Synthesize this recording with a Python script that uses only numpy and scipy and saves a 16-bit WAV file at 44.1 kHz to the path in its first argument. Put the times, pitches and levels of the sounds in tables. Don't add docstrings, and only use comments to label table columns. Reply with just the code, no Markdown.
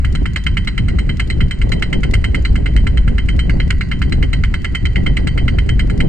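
import sys
import numpy as np
from scipy import signal
from scipy.fft import irfft
from scipy.io import wavfile
from scipy.ndimage import uniform_filter1d

SR = 44100
rng = np.random.default_rng(int(sys.argv[2]) if len(sys.argv) > 2 else 0)


def transcribe(u):
    v = np.clip(np.atleast_2d(u).T, -1, 1)
    q = np.round(v * 32767).astype(np.int16)
    wavfile.write(sys.argv[1], SR, q)


N = 268348


def gain_of(db):
    return 10 ** (np.asarray(db) / 20)


def evened(x):
    return x / np.sqrt(np.mean(x ** 2) + 1e-20)


def read(points, hz, column=1):
    points = np.transpose(points)
    return np.interp(np.log(hz + 1), np.log(points[0] + 1), points[column])


def wavering(seconds):
    span = max(round(seconds * SR), 2)
    once = uniform_filter1d(rng.standard_normal(N), span)
    return evened(uniform_filter1d(once, span))


def pair_noise(spectrum, ports, balance_db, lead):
    hz = np.fft.rfftfreq(N, 1 / SR)
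    a, b, c, d = rng.standard_normal((4, len(hz)))
    same = np.clip(ports(hz), -1, 1)
    right = a + 1j * b
    left = (same * right + np.sqrt(1 - same ** 2) * (c + 1j * d)) * np.exp(1j * lead)
    both = np.array([left * gain_of(balance_db / 2), right * gain_of(-balance_db / 2)])
    pair = irfft(both * gain_of(read(spectrum, hz)), N)
    return pair / np.sqrt(np.mean(pair.mean(0) ** 2))


# f/Hz, left-right level/dB, left lead/rad, likeness/0-1
PORTS = [(700, 0, 0, .6), (1300, -4, .2, .9), (2000, -8, .5, .9), (2600, 1.5, 1.1, .8), (3200, 0, 1.5, .7),
         (4100, 4, 3.7, .7), (4600, 5, 5.7, .6), (5600, 8, 8.1, .5), (6200, 6, 6.9, .5),
         (8000, 12, 7.8, .5), (9000, 2.5, 8.3, .5), (10500, 0, 9.4, .45)]


def far_noise(spectrum):
    hz = np.fft.rfftfreq(N, 1 / SR)
    balance_db, lead = read(PORTS, hz), read(PORTS, hz, column=2)
    return pair_noise(spectrum, lambda f: read(PORTS, f, column=3), balance_db, lead)


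# f/Hz, relative level/dB per Hz
ENGINE = [(350, -40), (600, -19.5), (1150, -12.5), (1400, -8.5), (1780, -9.5), (2080, -4.5), (2420, -12.5),
          (2900, -8.5), (3350, -25), (3700, -23), (4050, -8.5), (4320, -23.5), (4700, -20), (5700, -31),
          (7850, -26), (9000, -39), (12000, -44.5), (16000, -58)]


def engine():
    return gain_of(-49.5) * far_noise(ENGINE)


# f/Hz, likeness/0-1, left lead/rad
SAME = [(25, .98, -.15), (60, .96, -.2), (107, .8, 0), (150, .66, .4), (215, .5, .9), (300, .5, 1.9),
        (430, .64, 2.8), (600, .66, 3.1), (900, .5, 3.3)]


def port_wind(spectrum, balance_db):
    hz = np.fft.rfftfreq(N, 1 / SR)
    return pair_noise(spectrum, lambda f: read(SAME, f), balance_db, read(SAME, hz, column=2))


# t/s, rumble level/dB, buffeting level/dB, flutter level/dB
WIND = [(0.1, -14.5, -27.5, -45), (0.28, -18, -21.5, -46), (0.43, -24, -28.5, -58), (0.49, -15, -23, -44.5),
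        (0.76, -20, -25.5, -46.5), (0.84, -9, -21.5, -42), (0.9, -18.5, -22, -41), (1.32, -18, -25, -44),
        (1.46, -12.5, -22, -43.5), (1.58, -23.5, -30, -43), (1.59, -10, -25, -40),
        (1.92, -23.5, -22, -37.5), (2.02, -15, -20.5, -34.5), (2.24, -13, -23, -36.5),
        (2.48, -19, -25, -41.5), (2.51, -11.5, -18.5, -36.5), (2.63, -16.5, -23.5, -39.5),
        (2.76, -13, -22, -36.5), (3.65, -15, -22, -40), (3.93, -19.5, -28.5, -48.5),
        (4.03, -14.5, -20, -39.5), (4.21, -13.5, -21, -38.5), (4.47, -14.5, -24, -43.5),
        (4.82, -20.5, -29, -45.5), (4.85, -9.5, -15.5, -36), (4.93, -17, -35, -43),
        (4.98, -11, -17.5, -34.5), (5.16, -17, -22.5, -36), (5.85, -11.5, -22, -38),
        (6.0, -20.5, -15.5, -31.5)]
# f/Hz, relative level/dB per Hz
RUMBLE = [(5, -13), (15, -0.5), (30, 4.5), (55, 8), (80, 2), (130, -5.5), (300, -51), (2000, -140)]
BUFFET = [(30, -2.5), (80, -18.5), (120, -5), (170, -5.5), (250, -12), (400, -23), (800, -97), (4000, -130)]
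FLUTTER = [(100, -20), (250, 3.5), (400, 2.5), (560, -4), (800, -11), (1150, -23), (2500, -59.5),
           (8000, -120)]


def wind():
    s, *curves = np.transpose(WIND)
    t = np.arange(N) / SR
    rumble_db, buffet_db, flutter_db = (np.interp(t, s, curve) for curve in curves)
    lumps, spikes, gusts = wavering(0.011), wavering(0.0055), wavering(0.036)
    rumble_db = rumble_db + 0.93 * gusts
    buffet_db = buffet_db + 2.43 * lumps + 0.8 * gusts
    flutter_db = flutter_db + 2.03 * lumps + 3.1 * spikes + 2.22 * gusts
    rumble = port_wind(RUMBLE, balance_db=0) * gain_of(rumble_db)
    buffet = port_wind(BUFFET, balance_db=.4) * gain_of(buffet_db)
    flutter = port_wind(FLUTTER, balance_db=1.2) * gain_of(flutter_db)
    return rumble + buffet + flutter


def decays(times, db, t60, rise):
    kicks, t = np.zeros(N), np.arange(SR // 2) / SR
    kicks[np.round(times * SR).astype(int)] = gain_of(db)
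    return signal.oaconvolve(kicks, (1 - np.exp(-t / rise)) * gain_of(-60 * t / t60))[:N]


def strike(modes, times, db, scatter_db, slip, rise, hold):
    hz, mode_db, t60, balance_db, lead = np.transpose(modes)[:, :, None]
    t, out = np.arange(SR // 8) / SR, np.zeros((2, N + SR))
    side = np.array([.5, -.5])[:, None, None]
    grip_db = -750 * np.maximum(t - hold, 0)
    shape = gain_of(mode_db + side * balance_db - 60 * t / t60 + grip_db) * (1 - np.exp(-(t / rise) ** 2))
    swing = shape * np.exp(1j * (2 * np.pi * hz * t + side * lead))
    chance = rng.standard_normal((len(times), 2, len(modes)))
    for s, hit_db, (up, turn) in zip(times, db, chance):
        start = gain_of(hit_db + scatter_db * up) * np.exp(1j * slip * turn)
        out[:, round(s * SR):][:, :len(t)] += (start @ swing).imag
    return out[:, :N]


# strength level/dB, long ring level/dB, upper ring level/dB, treble level/dB,
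# valve tick level/dB; long ring, upper ring and treble are relative to the strength
BLOWS = [(-16.5, 4, -4, 2, -64), (-18.5, 6.5, 7.5, 6.5, -43), (-14.5, 0.5, -7, -2, -51),
         (-8.5, 0.5, 2, -1.5, -44.5), (-8, 5, -3, -4.5, -41), (-8, 0, -10, -4, -52),
         (-9, -1.5, 6, -1.5, -43.5), (-11, 1.5, 1, -3, -60), (-16.5, 1.5, 3, 2, -60),
         (-15, -0.5, 4, 3.5, -54), (-13.5, 4, 5, -2, -54), (-8, -1, -1.5, 0.5, -44),
         (-12.5, -0.5, 8.5, 3, -45), (-10.5, 1, -2, -5.5, -52), (-13.5, 5, 4, 3, -51), (-15, 3, -2, 0, -49),
         (-9.5, 3.5, 6, 3.5, -41.5), (-7, -7, 0, -3.5, -47), (-8.5, -1.5, -9, -2, -52),
         (-9.5, -2, -7, -3, -50), (-8, 2, -8, 4, -39), (-9.5, 1, -3, -0.5, -52), (-9, -2, -1, -0.5, -54),
         (-11, -3, 7.5, -1, -49), (-15, -2, -3, 3.5, -51), (-11.5, 0, -2, -5, -62),
         (-11.5, 2, -1, 1.5, -51), (-12, -4, -3, 0.5, -53), (-16.5, 3, 5, 1, -71),
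         (-17.5, 1.5, -6.5, 0, -62), (-13.5, 1, -6, -3, -58), (-13, 4.5, -3, 2.5, -50),
         (-13.5, 7.5, 5, 4.5, -44), (-12, -12, -19, -6, -56), (-11.5, 1.5, 1, -7.5, -59),
         (-8.5, -7, -14, -0.5, -47), (-10.5, -21, 2, -3.5, -50), (-10, 1, -4, -8.5, -51),
         (-11, 1.5, -1, -2, -48), (-13, 0, 6, 2.5, -46), (-12.5, 0, -13, -2, -68),
         (-11.5, 0.5, 7, 0.5, -60), (-10.5, -4.5, -15, -4.5, -60), (-12, 3, 0, -3, -54),
         (-10, -4, -24, -3, -48), (-10.5, 2, -7, 1.5, -53), (-12, 4.5, 2, -2, -52),
         (-8, -4, -19, -8.5, -52), (-9.5, 4.5, -6, -6, -51), (-9, 0, -3, -2, -58.5), (-13, 2, 2, 2, -57),
         (-12, 2.5, -13, -4, -54), (-10.5, 2.5, -5, -5.5, -54), (-12.5, 0.5, -3, -6, -60),
         (-13, 7.5, -13, 1, -51), (-11.5, 4, -2, 0.5, -56), (-22, 7, 8, 8, -48), (-10.5, 3, -2, 0.5, -42)]
FIRST_S, STROKE_S = .0463, .10449


def strokes():
    return FIRST_S + STROKE_S * np.arange(len(BLOWS))


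# f/Hz, level/dB relative to the tick, t60/s, left-right level/dB, left lead/rad
VALVE = [(2000, 6, .03, -8, .5), (3350, -3, .018, -5, 1.5), (3750, -8, .015, -4, 2.5),
         (4400, -6, .015, 5, -.5), (5500, -9, .015, 8, 1.5), (6770, -5, .025, 10, 1.2),
         (7100, -8, .02, 8, 1.5), (8000, -9, .02, 12, .9), (10770, -10, .04, 0, 3.1),
         (14000, -24, .03, 6, 3.1)]


def valve():
    s = strokes() - .0263
    db = np.transpose(BLOWS)[-1]
    ticks = strike(VALVE, s, db, scatter_db=4.0, slip=0.53, rise=0.0008, hold=.03)
    puff = far_noise([(2000, -8), (4000, 3), (8000, -11.5), (11000, -10.5), (15000, -24.5)])
    return ticks + puff * decays(s, db + 1, t60=0.046, rise=0.00066)


# f/Hz, level/dB relative to the hit, t60/s, left-right level/dB, left lead/rad
TUBE = [
    [(1857, -14, .05, -5, .2), (2070, -5, .05, -9, .6), (2160, -10, .06, -5, .8), (2280, -9, .035, -3, 1.1),
     (2551, -22, .06, 1, 1.1), (2750, -17, .04, 1.5, .8), (2870, -15, .05, 0, .7), (2855, -36, .2, 0, .7)],
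    [(1022, -38, .25, 0, .3), (1367, -16, .05, -3, .3), (1450, -16, .04, -3, .3), (1545, -32, .25, -4, .1),
     (1680, -14, .04, -4, 0)],
    [(1938, -26, .35, -9, .35), (1985, -33, .3, -9, .5), (2036, -31, .3, -11, .6), (2072, -30, .3, -9, .6)],
    [(3093, -14, .11, -1, 1.55), (3101, -30, .6, -1, 1.55)],
    [(4040, -17, .06, 4, -2.5), (4020, -32, .2, 4, -2.5), (4085, -30, .15, 5, -2.4),
     (4150, -35, .15, 4, -2.1), (4900, -36, .04, 4, .4)],
    [(4533, -45, .7, 5, -.6), (6190, -57, .3, 5, .7)],
    [(7500, -40, .04, 10, 1.8), (7870, -42, .1, 10, 2.1), (8055, -31, .065, 14, .9),
     (8030, -49, .2, 14, .9), (8090, -51, .25, 14, .9)],
]
RISES = [0.0015, 0.0006, 0.0028, 0.0036, 0.0019, 0.0083, 0.0019]
# t/s, low clang level/dB, beating cluster level/dB, whistle level/dB
DRIFT = [(0, 3.5, -3, -6), (.6, 1, -4, -4), (1.5, -6, -4.5, -14), (2.3, -0.5, -3, 2.5), (3, 1, -4, -5),
         (3.6, 1, 0, 3), (4.2, 0, -3.5, -1), (4.9, -2.5, 2.5, 3.5), (6.1, 3, -7, -2)]
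FOLLOWS = [.45, 0.26, .3]
# blow-to-blow scatter, level/dB
SCATTERS = [1.63, 2.2, 3.7]
USUAL_DB = -11.5


def tube(s, strength, ring, upper, bright):
    at, *drifts = np.transpose(DRIFT)
    loose_db = []
    for share, drift, spread in zip(FOLLOWS, drifts, SCATTERS):
        followed = USUAL_DB + share * (strength - USUAL_DB)
        loose_db.append(followed + np.interp(s, at, drift) + spread * rng.standard_normal(len(s)))
    low, cluster, whistle = loose_db
    levels = [strength, low, cluster, strength + ring, strength + upper, whistle, strength + bright]
    out = 0
    for modes, db, rise in zip(TUBE, levels, RISES):
        rings = strike(modes, s, db, scatter_db=0.76, slip=1.0, rise=rise, hold=0.077)
        out = out + rings * gain_of(1.9 * wavering(0.0046))
    return out


# f/Hz, relative level/dB per Hz
CLATTER = [(600, -13.5), (1100, -14.5), (1400, 0.5), (2100, -3.5), (3000, 0.5), (3600, -11.5), (4200, -7.5),
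           (5500, -20), (8000, -18.5), (9000, -25), (12000, -38.5), (16000, -46.5)]


def clatter(s, strength, bright):
    rattle = far_noise(CLATTER) * gain_of(3.4 * wavering(0.001))
    body = signal.sosfiltfilt(signal.butter(3, 5000, fs=SR, output="sos"), rattle)
    treble = (rattle - body) * decays(s, strength + bright - 14, t60=0.066, rise=0.0012)
    return body * decays(s, strength - 14, t60=0.065, rise=0.0022) + treble


# f/Hz, relative level/dB per Hz
ECHOES = [(600, -12.5), (1100, -15), (1500, -7.5), (2050, -11.5), (3000, -21.5), (3600, -21), (4050, -15),
          (4320, -26), (4700, -13.5), (5500, -27), (8000, -41.5), (9000, -43.5), (11000, -51.5),
          (16000, -61)]


def echoes(s, strength):
    answer = far_noise(ECHOES) * gain_of(3.8 * wavering(0.0059))
    return answer * decays(s, strength - 28, t60=0.13, rise=0.0013)


def hammer():
    strength, ring, upper, bright, _ = np.transpose(BLOWS)
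    s = strokes() + .0004 * rng.standard_normal(len(BLOWS))
    return tube(s, strength, ring, upper, bright) + clatter(s, strength, bright) + echoes(s, strength)


def scene():
    return engine() + wind() + valve() + hammer()


DRIVE_DB, CEILING = 2, .97
EDGE_HZ = 15400


def record(dry):
    soft = CEILING * np.tanh(gain_of(DRIVE_DB) * dry / CEILING)
    low_pass = signal.firwin(511, EDGE_HZ, window=("kaiser", 9), fs=SR)
    return signal.oaconvolve(soft, low_pass[None], "same")


dry = scene()
out = record(dry)
transcribe(out)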